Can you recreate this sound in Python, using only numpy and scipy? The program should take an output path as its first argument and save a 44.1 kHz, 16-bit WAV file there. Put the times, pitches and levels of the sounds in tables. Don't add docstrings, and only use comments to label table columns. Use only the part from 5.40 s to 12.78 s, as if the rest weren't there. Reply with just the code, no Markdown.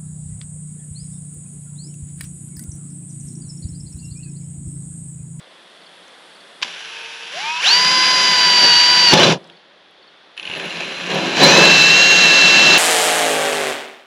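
import sys
import numpy as np
from scipy import signal
from scipy.fft import rfft, irfft, next_fast_len
from scipy.io import wavfile
from scipy.ndimage import uniform_filter1d

SR = 44100
rng = np.random.default_rng(int(sys.argv[2]) if len(sys.argv) > 2 else 0)


def volts_from_db(level):
    exponent = np.asarray(level, float) / 20
    return 10 ** exponent


def digitize_waveform(pressure):
    field = np.atleast_2d(pressure).T
    bounded = np.clip(field, -1, 1)
    quanta = np.round(bounded * 32767).astype(np.int16)
    wavfile.write(sys.argv[1], SR, quanta)


N = 325458
T = np.arange(N) / SR

# time in seconds, free shaft speed in Hz.
TRIGGER1 = [
    (1.245, 33),
    (1.4, 37.8),
    (1.9, 38.8),
    (1.95, 63),
    (2, 75.5),
    (2.11, 81),
    (2.193, 82),
    (2.267, 255),
    (3.735, 255),
]
# time in seconds, shaft speed lost in Hz.
DRAG1 = [(2.3, 0), (2.37, 3.8), (2.55, .6), (2.72, .6), (3.15, 8.6), (3.33, 14), (3.53, 7.7), (3.66, 10.4),
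         (3.7, 19)]
# time in seconds, pressure in dB.
PRESS1 = [(1.25, 32), (1.33, 13), (1.95, 6), (2.05, 7.5), (2.25, -1), (2.42, -2), (2.84, 2.5), (3.68, 1),
          (3.73, 10)]
# full-speed level in dB, dB per dB of speed, dB per dB of pressure, strain in dB.
LAWS1 = [(-20, 0.99, 0.15, 3.5), (-33, 2.3, 1, 0), (-25.5, 1.33, 0.21, 4.5)]


def first_run():
    return drill(TRIGGER1, DRAG1, PRESS1, LAWS1, run=1, tone_db=-0.5, gear_db=1.0,
                 switch_db=-49.5, fold_db=-45.5, rub=1.1, rim_db=-13)


# time in seconds, free shaft speed in Hz.
TRIGGER2 = [
    (4.97, 3),
    (5.3, 23),
    (5.65, 23),
    (5.73, 52),
    (5.945, 54),
    (6.005, 290),
    (6.08, 326),
    (6.25, 343),
    (7.38, 343),
]
# time in seconds, shaft speed lost in Hz.
DRAG2 = [(6.08, 0), (6.17, 5), (6.26, 5), (6.43, 9.4), (6.63, .2), (6.81, 2.8), (6.878, 7.5), (6.95, 5.9),
         (7.38, 5.9)]
# time in seconds, pressure in dB.
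PRESS2 = [(4.969, -7), (5.15, 3), (5.66, 3), (5.8, 7), (5.96, 9), (6.02, 15), (6.22, 11.5), (6.5, 0.5),
          (7.38, 2)]
# full-speed level in dB, dB per dB of speed, dB per dB of pressure, strain in dB.
LAWS2 = [(-18, 0.56, 0.23, 1.9), (-24.5, 0.52, 1, 0.43), (-21, 0.84, 0.068, 3.5)]


def second_run():
    return drill(TRIGGER2, DRAG2, PRESS2, LAWS2, run=2, tone_db=-1.5, gear_db=-10.5,
                 switch_db=-50.5, fold_db=-69, rub=1.9, rim_db=-7)


# time in seconds, added pressure in dB, width in seconds.
GRABS = [
    (1.96, 11, 0.042),
    (3.24, 6, 0.055),
    (3.63, 3, 0.023),
    (5.18, 4, 0.0075),
    (5.25, 8, 0.024),
    (5.41, 4, 0.013),
    (5.74, 7, 0.052),
]


def drill(trigger, drag, press, laws, run, tone_db, gear_db, switch_db, fold_db, rub, rim_db):
    spin_up_s, strain_hz = .036, 27
    free_hz, lost_hz = track(trigger)[1][0], track(drag)[1][0]
    keep = np.exp(-1 / (spin_up_s * SR))
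    shaft_hz = free_hz[0] + signal.lfilter([1 - keep], [1, -keep], free_hz - free_hz[0]) - lost_hz
    gate, (press_db,) = track(press)
    press_db = press_db + bumps(GRABS)
    speed_db = 20 * np.log10(shaft_hz / free_hz[-1])
    strain = 1 - np.exp((shaft_hz - free_hz) / strain_hz)
    cup_db, wall_db, hiss_db = (db + a * speed_db + b * press_db + c * strain for db, a, b, c in laws)
    rush = np.clip((free_hz - shaft_hz - lost_hz) / 40, 0, 1)
    jitter = (.0015 + .008 * rush) * walk(60)
    turn = 2 * np.pi * np.cumsum(shaft_hz * (1 + jitter)) / SR
    fast = np.clip((shaft_hz - 90) / 30, 0, 1)
    tone = volts_from_db(tone_db) * shaft_orders(shaft_hz, turn, rush, fast, speed_db, gear_db, run)
    slow_whine, fast_whine = switching(shaft_hz, turn)
    whine = (1 - fast) * volts_from_db(switch_db + .5 * cup_db) * slow_whine + fast * volts_from_db(fold_db) * fast_whine
    return gate * (tone + whine + cut(shaft_hz, cup_db, wall_db, hiss_db, run, rub, rim_db))


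# shaft multiple, full-speed level in dB in run 1, in run 2.
POLES = [(4, 5.5, -40), (5, -40, -16), (6, -4, -28), (8, 2.5, 0), (9, -40, -14), (10, -8, -40),
         (11, -40, -18), (16, -6, -25), (20, -5, -30), (22, -40, -26), (24, -18, -40)]
# shaft multiple, dB re order 12 at a crawl, at a faster crawl.
CREEP = [(16, -20, -12), (24, 2, -22), (28, -20, -11), (32, -14, -1), (40, 1, -20), (44, -20, -14),
         (64, 3, -25), (68, 7, -25)]
# shaft multiple, dB re order 19.
RUSH = [(15, -7), (22, -15)]
# frequency in Hz, half width in Hz, level in dB.
POLE_PEAKS = [(2480, 93, -20.5), (2692, 86, -11)]
COIL_PEAKS = [(937, 39, -26), (1770, 93, -21), (2870, 69, -19.5), (4260, 142, -20)]
GEAR_PEAKS = [(2880, 150, -14), (3840, 300, -13.5), (4600, 120, -14.5), (5770, 86, -8.5), (6030, 80, -16),
              (6487, 17, -14)]


def shaft_orders(shaft_hz, turn, rush, fast, speed_db, gear_db, run):
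    pole_db = swept_db(8 * shaft_hz, POLE_PEAKS) + speed_db
    coil_db = swept_db(12 * shaft_hz, COIL_PEAKS)
    coil_db = coil_db + 2.2 * 20 * np.log10(np.minimum(shaft_hz / 68.4, 1))
    coil_db = coil_db + 7 * walk(9) * (shaft_hz < 45)
    mesh_db = swept_db(19 * shaft_hz, GEAR_PEAKS) + gear_db
    shudder = walk(110)

    def order(k, db):
        own_shudder = shudder[(k * 997 + np.arange(N)) % N]
        return np.sqrt(2) * volts_from_db(db + 1.6 * walk(55) + 6 * rush * own_shudder) * np.sin(k * turn + k)

    tone = order(12, coil_db + 30 * np.minimum(rush, .4) * (shaft_hz < 62)) + fast * order(19, mesh_db)
    fan = sum(order(k, swept_db(k * shaft_hz, GEAR_PEAKS) + gear_db / 2 + db) for k, db in RUSH)
    poles = sum(order(row[0], pole_db + row[run]) for row in POLES)
    creep = sum(order(k, coil_db + np.interp(shaft_hz, [45, 65], db)) for k, *db in CREEP)
    return tone + fast * rush ** 2 * fan + fast * poles + (1 - fast) * creep


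# offset in shaft multiples, level in dB.
SIDEBANDS = [(-8, -4), (-4, 2), (0, -3), (4, 2), (8, -5), (12, -4)]


def switching(shaft_hz, turn):
    chop = 2 * np.pi * 9914 * T
    spread = np.clip(shaft_hz / 36, 0, 1) ** 2
    slow = spread * sum(volts_from_db(db) * np.sin(chop + k * turn) for k, db in SIDEBANDS)
    slow = slow + volts_from_db(-4) * np.sin(2 * np.pi * 14360 * T - 8 * turn)
    slow = slow + (1 - spread) * volts_from_db(13.0) * np.sin(chop)
    fold = np.clip((shaft_hz - 170) / 40, 0, 1) * np.sin(2 * np.pi * 15020 * T - 8 * turn)
    full = np.sin(chop + 4 * turn) + volts_from_db(-1.0) * fold + volts_from_db(-12) * np.sin(chop - 4 * turn)
    return slow, full


# frequency in Hz, width in Hz, level in dB.
WALL = [(169.7, 27.7, 3), (230, 31, -4), (264, 16.3, -4.5), (343.8, 49, 3.5), (393, 10, -0.5),
        (458.5, 41, 0), (537.3, 28.6, 4), (604, 236, 4.5), (856, 10.7, -5), (937, 59, -1)]
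# frequency in Hz, width in Hz, dB in run 1, dB in run 2.
CUP = [(870, 240, -5, -8), (960, 121, -3, -14), (1220, 544, -0.5, 4), (1570, 107, 2, 5),
       (1730, 153, -0.5, 4.5), (2142, 260, 0, 4), (2536, 353, 3, 6), (3050, 480, 5, 5.5), (3623, 315, 4, 6)]
HISS = [(4072, 123, 2, 3.5), (4010, 630, 1, -2.5), (4740, 1150, 3.5, -2), (5870, 520, 3, -2.5),
        (6070, 780, -0.5, -4), (7460, 720, -17, -19), (9660, 720, -20.5, -33), (13950, 4500, -44, -25)]


def cut(shaft_hz, cup_db, wall_db, hiss_db, run, rub, rim_db=-30):
    push = teeth(shaft_hz, rub)
    wall = unit(ring(push * volts_from_db(2.32 * walk(15)), WALL))
    cup = unit(ring(push, CUP, column=1 + run))
    hiss = unit(ring(push, HISS, column=1 + run))
    rim = volts_from_db(rim_db) * np.clip(1 - shaft_hz / 150, 0, 1) * unit(ring(push, [(2650, 300, 0)]))
    return volts_from_db(cup_db) * (cup + rim) + volts_from_db(wall_db) * wall + volts_from_db(hiss_db + 3.5) * hiss


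def teeth(shaft_hz, rub):
    smear_s, scatter_db = .002, 3
    rate = 70 + 3.0 * shaft_hz
    catch = (rng.random(N) < rate / SR) * volts_from_db(scatter_db * rng.standard_normal(N)) / np.sqrt(rate)
    scrape = signal.lfilter([1], [1, -np.exp(-1 / (smear_s * SR))], catch)
    fill = rub * (1 + shaft_hz / 60)
    level = np.sqrt((unit(scrape) ** 2 + fill) / (1 + fill))
    return rng.standard_normal(N) * level * volts_from_db(0.23 * walk(6.6))


STALL_S, LET_GO_S = 3.725, 3.725 + .2
# time in seconds, level change in dB, width in seconds.
SLIPS = [
    (3.737, 4.5, 0.0089),
    (3.765, -1.5, 0.0082),
    (3.803, 3, 0.058),
]
# start in seconds,
# level in dB, from Hz, to Hz, length in seconds.
SQUEALS = [
    (3.765, -17, 4150, 4200, .035),
    (3.787, -11, 2800, 3150, .035),
    (3.765, -18, 3480, 3450, .035),
    (3.824, -12, 3950, 4020, .03),
    (2.25, -16, 2450, 2950, .025),
    (2.195, -22, 2500, 3050, .02),
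    (6.028, -4, 3880, 4220, .028),
]


def stall():
    cup_wall_hiss_db, fall_db = (-17.5, -15, -26.5), (-39, -19.5, -36)
    end = LET_GO_S + 0.056
    gate, (fall,) = track([(STALL_S, 0), (LET_GO_S, 0), (end, 1)])
    slip_db = bumps(SLIPS)
    levels = [db + fall * drop + slip_db for db, drop in zip(cup_wall_hiss_db, fall_db)]
    after = burst(end, 1, rise_s=.004) * np.clip((end + .16 - T) / 0.041 + 1, 0, 1)
    rumble = after * volts_from_db(-42) * unit(ring(rng.standard_normal(N), WALL))
    boom = unit(ring(rng.standard_normal(N), WALL[:1]))
    boom = volts_from_db(-18 + fall * fall_db[1] + 2.1 * walk(40)) * boom
    scrape = cut(np.full(N, 90.), *levels, run=1, rub=0.9)
    return gate * (boom + scrape) + rumble + sum(glide(*row) for row in SQUEALS)


# start in seconds, peak in dB, wall in dB, ring in seconds.
CLACKS = [(1.216, -23, -12, 0.044), (1.224, -10.5, -21, 0.029), (1.228, -5, -42, 0.036),
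          (1.245, -19, -22, 0.03), (3.736, 7, -8, 0.03), (3.833, -5.5, -15, 0.1),
          (4.977, -14.5, -31, 0.032), (4.997, -15, -31, 0.022), (5.029, -16, -24, 0.025),
          (5.053, -15.5, -28, 0.03), (5.074, -17, -13, 0.048), (5.099, -16, -7, 0.036),
          (5.113, -15, -14, 0.034), (5.137, -13.5, -19, 0.018), (5.151, -16, -16, 0.027),
          (5.167, -18, -20, 0.03), (5.2, -18, -13, 0.033), (5.306, -18, -17, 0.03),
          (5.357, -15, -23, 0.024), (5.371, -15, -8, 0.025), (5.42, -15, -25, 0.024),
          (5.433, -16, -30, 0.027)]
# start in seconds, level in dB, centre frequency in Hz.
TICKS = [
    (.68, -48, 6500),
    (4.042, -44, 4900),
    (4.073, -55, 7200),
    (4.099, -36, 3000),
    (4.097, -37, 1890),
    (4.51, -62, 10200),
    (5.178, -42, 11900),
    (5.255, -43, 11900),
    (5.745, -33, 11900),
]


def clacks():
    noise = rng.standard_normal(N)
    bright = unit(ring(noise, CUP + HISS + [(880, 430, 0.0092)]))
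    knock = unit(ring(noise, [(2690, 410, 18.0), (4300, 790, 0), (4970, 640, -11), (1710, 440, -24)]))
    thud = unit(ring(noise, WALL))
    out = 0
    for s, db, wall_db, t60 in CLACKS:
        body = bright if s < LET_GO_S else knock
        out = out + volts_from_db(db - 7.0) * burst(s, t60) * (body + volts_from_db(wall_db) * thud)
        if s > LET_GO_S:
            out = out + volts_from_db(db - 9.5) * burst(s, 0.005) * bright
    for s, db, hz in TICKS:
        out = out + volts_from_db(db) * burst(s, 0.018) * unit(ring(noise, [(hz, 0.25 * hz, 0)]))
    return out


# frequency in Hz, density in dB per Hz.
PADDOCK = [(59, -66), (100, -40), (164, 1), (233, -4.5), (259, -3.5), (391, 3), (425, 0.5), (534, 3.5),
           (914, -1), (1920, -1), (2320, -5.5), (3430, -1.5), (6380, -17.5), (10500, -17.5), (14000, -47)]
# time in seconds, air level in dB, leaf hiss in dB.
PADDOCK_DB = [
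    (0, -46.5, -4.5),
    (1.2, -45.5, -2),
    (3.9, -49, -4),
    (4.25, -50, -17),
    (4.95, -49, -15),
    (7.38, -19, -10),
]
# centre in seconds, level in dB.
CHIRPS = [(.375, -56), (.422, -50), (.468, -45), (.915, -51), (.96, -46), (1.01, -46), (4.125, -54),
          (4.172, -49), (4.63, -49), (4.68, -48)]


def paddock():
    air_db, leaf_db = track(PADDOCK_DB)[1]
    air = unit(colour(rng.standard_normal(N), PADDOCK))
    leaves = signal.sosfiltfilt(signal.butter(4, 5800, "high", fs=SR, output="sos"), air)
    out = volts_from_db(air_db + 0.54 * walk(4.3)) * (air + (volts_from_db(leaf_db) - 1) * leaves)
    wind = volts_from_db(-78.5 + 3.3 * walk(3.3)) * unit(ring(rng.standard_normal(N), [(45, 40, 0)]))
    low_insects = unit(ring(rng.standard_normal(N), [(3410, 260, 1)]))
    high_insects = unit(ring(rng.standard_normal(N), [(8600, 310, 0)]))
    insects = volts_from_db(air_db - 10.5 + 2.2 * walk(6)) * low_insects
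    insects = insects + volts_from_db(air_db + 2 * leaf_db - 17.0) * high_insects
    chirp_s, chirp_hz, fall_hz = .016, 4650, 420
    cricket = sum(glide(s - chirp_s / 2, db, chirp_hz, chirp_hz - fall_hz, chirp_s) for s, db in CHIRPS)
    return out + wind + insects + cricket


def glide(s, db, from_hz, to_hz, long):
    u = np.clip((T - s) / long, 0, 1)
    cycles = long * (from_hz * u + (to_hz - from_hz) * u ** 2 / 2)
    return volts_from_db(db) * np.sin(np.pi * u) * np.sin(2 * np.pi * cycles)


def burst(s, t60, rise_s=0.00028):
    after = np.maximum(T - s, 0)
    return (1 - np.exp(-after / rise_s)) * np.exp(-np.log(1000) * after / t60)


def ring(x, modes, column=2):
    out = 0
    for k, mode in enumerate(modes):
        b, a = signal.iirpeak(mode[0], mode[0] / (1.56 * mode[1]), SR)
        twice = signal.lfilter(b, a, signal.lfilter(b, a, x))
        out = out + (-1) ** k * volts_from_db(mode[column]) / np.sqrt(mode[1]) * twice
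    return out


def swept_db(hz, peaks):
    power = sum(volts_from_db(db) ** 2 / (1 + ((hz - peak_hz) / width) ** 2) for peak_hz, width, db in peaks)
    return 10 * np.log10(power)


def colour(x, table):
    hz, db = np.transpose(table)
    size = next_fast_len(N)
    bins_hz = np.arange(size // 2 + 1) * SR / size
    gain = volts_from_db(np.interp(np.log(bins_hz + 1), np.log(hz), db))
    return irfft(rfft(x, size) * gain, size)[:N]


def track(table):
    fade = .005
    s, *columns = np.transpose(table)
    gate = np.interp(T, [s[0] - fade, s[0], s[-1], s[-1] + fade], [0, 1, 1, 0])
    return gate, [np.interp(T, s, c) for c in columns]


def bumps(events):
    return sum(db * np.exp(-((T - s) / width) ** 2) for s, db, width in events)


def walk(rate):
    k = int(SR / rate)
    return 0.61 * uniform_filter1d(np.repeat(rng.standard_normal(N // k + 1), k), k)[:N]


def unit(x):
    return x / np.sqrt(np.mean(x ** 2))


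def scene():
    near = first_run() + second_run() + stall() + clacks()
    tail = rng.standard_normal(SR // 8) * np.exp(-np.arange(SR // 8) / (0.008 * SR))
    mid = near + volts_from_db(-43) * signal.fftconvolve(near, tail)[:N] + paddock()
    return np.array([mid, mid])


# frequency in Hz, gain in dB.
HOUSING = [(30, -38), (90, 3.5), (150, -1.5), (8300, 1.5), (8900, -2), (9150, -28), (9400, 6.5),
           (9900, 3.5), (11200, 5), (12000, -4.5), (14300, -13), (14700, -30)]


def housing(x):
    return np.clip(colour(x, HOUSING), -1.0, 1.0)


# frequency in Hz, side minus mid in dB.
APART = [(60, -34), (110, -30), (300, -36.5), (1000, -34), (2380, -38.5), (4400, -37), (8120, -26.5),
         (15000, 1)]


def two_ports(mid):
    scatter = irfft(np.exp(2j * np.pi * rng.random(1025)))
    side = colour(signal.fftconvolve(mid, scatter * np.hanning(2048) * 1.1)[512:N + 512], APART)
    return [mid + side, mid - side]


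def band_limit(x):
    return signal.sosfilt(signal.butter(12, 15810, fs=SR, output="sos"), x)


def record(dry):
    ports = two_ports(housing(dry[0]))
    top = signal.ellip(8, .1, 60, 15800, fs=SR, output="sos")
    finished = np.clip(signal.sosfilt(top, ports), -1, 1)
    return band_limit(finished)


dry = scene()
out = record(dry)
digitize_waveform(out)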